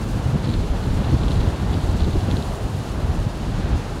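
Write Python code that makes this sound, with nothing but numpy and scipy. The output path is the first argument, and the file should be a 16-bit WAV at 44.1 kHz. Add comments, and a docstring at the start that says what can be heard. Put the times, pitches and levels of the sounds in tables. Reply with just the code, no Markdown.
"""Wind on a grassy shore

Steady wind crosses open ground beside a pond. Turbulent air rushes over land and water, and dry
grass hisses by friction and crackles as it sways. In the stronger wind a dry reed stalk close by
ticks and scrapes. In front, eddies buffet the microphone with a rumble and low thumps."""
import sys
import numpy as np
from scipy import signal
from scipy.fft import rfft, irfft
from scipy.io import wavfile
from scipy.ndimage import map_coordinates

SR = 44100
rng = np.random.default_rng(int(sys.argv[2]) if len(sys.argv) > 2 else 0)


def wav_out(sig):
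    """Save sig, one row per channel (or a flat mono array), as 16-bit PCM at SR to the path in sys.argv[1]."""
    wavfile.write(sys.argv[1], SR, np.round(np.clip(np.atleast_2d(sig).T, -1, 1) * 32767).astype(np.int16))


N = 176400


def undb(db):
    """Amplitude grows tenfold for every 20 dB of level."""
    return 10 ** (np.asarray(db) / 20)


def unit(x):
    """Normalisation to an rms of 1."""
    return x / np.sqrt(np.mean(x ** 2) + 1e-18)


def curve(rows):
    """Linear interpolation of (time [s], value) rows."""
    return np.interp(np.arange(N) / SR, *np.array(rows).T)


def colour(x, spectrum):
    """Spectral shaping by (frequency [Hz], gain [dB]) rows, normalised to an rms of 1."""
    hz, db = np.array(spectrum).T
    bin_hz = np.maximum(np.arange(len(x) // 2 + 1) * SR / len(x), 1)
    gain = undb(np.interp(np.log(bin_hz), np.log(hz), db))
    return unit(irfft(rfft(x) * gain, len(x)))


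def noise(spectrum):
    """Filtered Gaussian noise, the sum of many independent sources."""
    return colour(rng.standard_normal(N), spectrum)


def waver(per_s):
    """Slow random modulation: a spline through per_s values a second, with an rms of 1."""
    return unit(map_coordinates(rng.standard_normal(2048), [np.arange(N) / SR * per_s], mode="wrap"))


def contacts(per_s, spread_db):
    """A Poisson process of tiny impacts, most weak and a few strong."""
    size = undb(spread_db * np.minimum(rng.exponential(size=N), 3))
    return (rng.random(N) < per_s / SR) * size * rng.choice([-1, 1], N)


def bursts(events, spectrum):
    """Noise pulses under Gaussian envelopes; each duration is the full width at half power."""
    out = np.zeros(N)
    for at, db, duration, pitch in events:
        span = slice(max(int((at - .15) * SR), 0), int((at + .15) * SR))
        t = np.arange(N)[span] / SR - at
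        envelope = 2 ** (-2 * np.minimum((t / duration) ** 2, 20))
        carrier = colour(rng.standard_normal(16384), np.array(spectrum) * [pitch, 1])[:len(t)]
        out[span] += undb(db) * unit(carrier * envelope) * np.sqrt(np.mean(envelope ** 2))
    return out


def air_rush():
    """Distant turbulence radiates broadband noise whose half-octave bands fluctuate independently."""
    # air over land and water (frequency [Hz], spectral level [dB])
    spectrum = [(80, -21), (250, 2.5), (500, -0.5), (800, -1.5), (1150, -6.5), (1500, -10), (2200, -17),
                (3500, -18.5), (6000, -33), (15000, -84)]
    # strength of the rush (time [s], level [dB])
    level = [(0, -36.5), (.1, -39), (.25, -36.5), (.42, -37), (.58, -39.5), (.76, -37), (.93, -38),
             (1.07, -36), (1.22, -37.5), (1.5, -35.5), (1.95, -37), (2.12, -38), (2.33, -33.5), (2.44, -36),
             (2.56, -34.5), (2.74, -37), (3.04, -36), (3.28, -38), (3.48, -39), (3.72, -37.5), (3.95, -38)]
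    # brightness as swells pass (time [s], treble lift [dB])
    tilt = [(0, 1), (1.1, 2), (2, 1), (2.6, -1.4), (3.4, 1.5), (3.7, 4), (4, 0.5)]
    air, tilt_db = rfft(noise(spectrum)), curve(tilt)
    bin_hz = np.maximum(np.arange(len(air)) * SR / N, 1)
    half_octaves = np.clip(2 * np.log2(bin_hz / 200), 0, 9)
    out = np.zeros(N)
    for band in range(10):
        share = np.maximum(1 - abs(half_octaves - band), 0)
        treble_weight = np.clip((band - 2) / 4, 0, 1)
        out += irfft(air * share, N) * undb(.5 * waver(per_s=7.77) + treble_weight * tilt_db)
    return unit(out) * undb(curve(level) + 3.5)


def dry_grass():
    """Friction of countless blades sums to a flickering hiss; nearer blades snap as single impulses."""
    # rubbing blades (frequency [Hz], spectral level [dB])
    hiss_spectrum = [(1200, -10), (2200, -8.5), (2750, 0.5), (3300, -5.5), (4200, -1), (5500, -5.5),
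                     (6800, -6.5), (8200, -13.5), (10000, -13), (12500, -24.5), (15500, -32)]
    # strength of their hiss (time [s], level [dB])
    hiss_level = [(0, -49.5), (.6, -50.5), (1.05, -49.5), (1.45, -48.5), (1.7, -51.5), (1.92, -48.5),
                  (2.15, -49.5), (2.35, -48.5), (2.8, -50.5), (3.3, -49.5), (3.7, -50.5), (4, -50)]
    # thinnest blades and seed heads (frequency [Hz], spectral level [dB])
    fine_spectrum = [(4000, -20), (7000, 2), (10000, -1.5), (12500, -5.5), (15500, -13)]
    # strength of the fine hiss and the snaps (time [s], level [dB])
    fine_level = [(0, -55), (.45, -60.5), (1, -57), (1.2, -60), (1.42, -57), (1.65, -58.5), (1.93, -56),
                  (2.15, -57.5), (2.52, -55), (2.9, -58), (3.3, -59), (3.7, -62), (4, -60)]
    # snap of one blade (frequency [Hz], spectral level [dB])
    snap_spectrum = [(500, -40), (2000, -12), (5000, 1), (9000, 7), (12000, -3), (15500, -5)]
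    flicker = undb(.94 * waver(per_s=37))
    hiss = noise(hiss_spectrum) * undb(curve(hiss_level) + 3.5)
    snaps = colour(contacts(per_s=70, spread_db=6.5), snap_spectrum) * undb(-7.5)
    fine = (noise(fine_spectrum) * undb(3.5) + snaps) * undb(curve(fine_level))
    return (hiss + fine) * flicker


def reed_stalk():
    """Impact and friction excite a stalk's resonances: ticks, each a crack within a rub, and scraping."""
    # response of the stalk (frequency [Hz], gain [dB])
    body = [(500, -45), (1200, -26), (2100, -5), (2700, -5.5), (3300, 1), (3950, 3), (4550, -2),
            (5300, -21.5), (8000, -17), (16000, -60)]
    # ticks (time [s], level [dB], duration [s], frequency ratio)
    ticks = [(.446, -37, .008, 1.05), (.4572, -39, 0.0035, 1.2), (.54, -33, .0032, 1.07),
             (1.048, -36, .005, .9), (1.07, -42, .0036, 0.91), (1.116, -39, .003, 1.03),
             (1.2358, -35, .004, .9), (1.2827, -31, .0016, 0.93), (1.287, -35, 0.0018, 1),
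             (1.3095, -32, 0.0019, 1), (1.3185, -32.5, .003, 1.05), (1.406, -36, 0.0054, 0.99),
             (1.412, -38, .0043, 0.85), (1.733, -36, 0.011, 0.88), (1.743, -34.5, 0.0032, 1.06),
             (2.006, -35, .0037, 0.98), (2.0223, -35.5, .0036, 1), (2.047, -34.5, .0035, 1.1),
             (2.2082, -36, 0.0016, 1.2), (2.306, -40, .0061, 1.1), (2.3132, -27.5, 0.0013, 0.89),
             (2.37, -32, 0.0029, 1.03), (2.426, -33.5, .0018, 1.05)]
    # scraping, which fades as the wind drops (time [s], level [dB])
    scrape_level = [(0, -68), (.38, -57), (.5, -45), (.65, -53), (1.08, -54), (1.4, -49), (1.65, -54.5),
                    (2, -45), (2.38, -56), (2.5, -59), (4, -58)]
    drag = undb(curve(scrape_level) + 2 * waver(per_s=25.18))
    scrape = colour(contacts(per_s=600, spread_db=2), body) * drag
    impulses = np.zeros(N)
    for at, db, *_ in ticks:
        impulses[int(at * SR)] = undb(db)
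    cracks = colour(impulses, body) * undb(-58)
    rubs = bursts(ticks, body) * undb(-2.5)
    return cracks + rubs + scrape


def buffeting():
    """Turbulent pressure on the microphone rumbles and thumps; smaller eddies sound higher."""
    # strength of the wind at the microphone (time [s], level [dB])
    wind_level = [(0, -22.5), (.18, -22), (.32, -20), (.6, -20.5), (.8, -23.5), (.92, -17.5), (1.2, -22.5),
                  (1.38, -19), (1.6, -21.5), (1.95, -19.5), (2.36, -21), (2.5, -25), (2.66, -25.5),
                  (2.88, -25), (3.05, -22.5), (3.2, -23), (3.33, -27), (3.42, -19), (3.53, -24.5),
                  (3.7, -20.5), (3.83, -25.5), (4, -25.5)]
    # rumble of the flow (frequency [Hz], spectral level [dB])
    rumble_spectrum = [(12, -33), (22, -19), (40, 1), (65, -3), (100, -3.5), (160, -11), (300, -20.5),
                       (600, -37.5), (1500, -40.5), (4000, -67), (16000, -110)]
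    # small, fast whirls (frequency [Hz], spectral level [dB])
    whirl_spectrum = [(40, -35), (110, -1), (170, 1), (250, -6), (420, -11.5), (700, -21.5), (2000, -53),
                      (16000, -100)]
    # strong eddies (time [s], level [dB], duration [s], frequency ratio)
    eddies = [(.28, -13, 0.039, 1.2), (.347, -10.5, .016, 1.83), (.485, -16.5, 0.057, 1.97),
              (.591, -13, 0.022, 0.8), (.715, -13.5, 0.026, 0.84), (.927, -12, 0.04, 0.5),
              (1.14, -21, 0.028, 4.2), (1.145, -7.5, 0.02, 1.16), (1.374, -10.5, 0.049, 0.964),
              (1.437, -14.5, 0.012, 1), (1.46, -28.5, 0.089, 5.3), (1.489, -14.5, 0.024, 1.3),
              (1.702, -13.5, 0.017, 0.83), (1.892, -14, 0.036, 0.81), (2.027, -14.5, 0.045, 0.67),
              (2.159, -11, 0.026, 0.81), (2.162, -18, 0.016, 3.9), (2.336, -11, 0.02, 1.04),
              (2.63, -20.5, .025, 1.1), (2.76, -22, 0.065, 1.55), (3.04, -16.5, 0.023, 1.25),
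              (3.113, -11.5, 0.021, 1.13), (3.22, -18, 0.048, 0.78), (3.27, -13.5, 0.012, 1.58),
              (3.757, -11, 0.03, 1.03)]
    # thump of one eddy (frequency [Hz], spectral level [dB])
    eddy_spectrum = [(15, -30), (35, -3), (70, 3.5), (110, -3), (170, -18), (280, -25), (700, -53),
                     (3000, -80)]
    wind_db = curve(wind_level)
    gust_db = wind_db - wind_db.mean()
    flutter = unit(undb(2 * waver(per_s=38)))
    rumble = noise(rumble_spectrum) * undb(wind_db - 1.5)
    whirls = noise(whirl_spectrum) * undb(1.04 * gust_db - 30)
    thumps = bursts(eddies, eddy_spectrum) * undb(-3.5)
    return (rumble + whirls) * flutter + thumps


def scene():
    """Superposition: the pressures of the four sources add in one channel."""
    return (buffeting() + air_rush() + dry_grass() + reed_stalk())[None]


def record(dry):
    """Band limiting: a steep elliptic low-pass filter removes the highest treble."""
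    cutoff_hz = 15750
    return signal.sosfilt(signal.ellip(10, .2, 80, cutoff_hz, fs=SR, output="sos"), dry)


dry = scene()
out = record(dry)
wav_out(out)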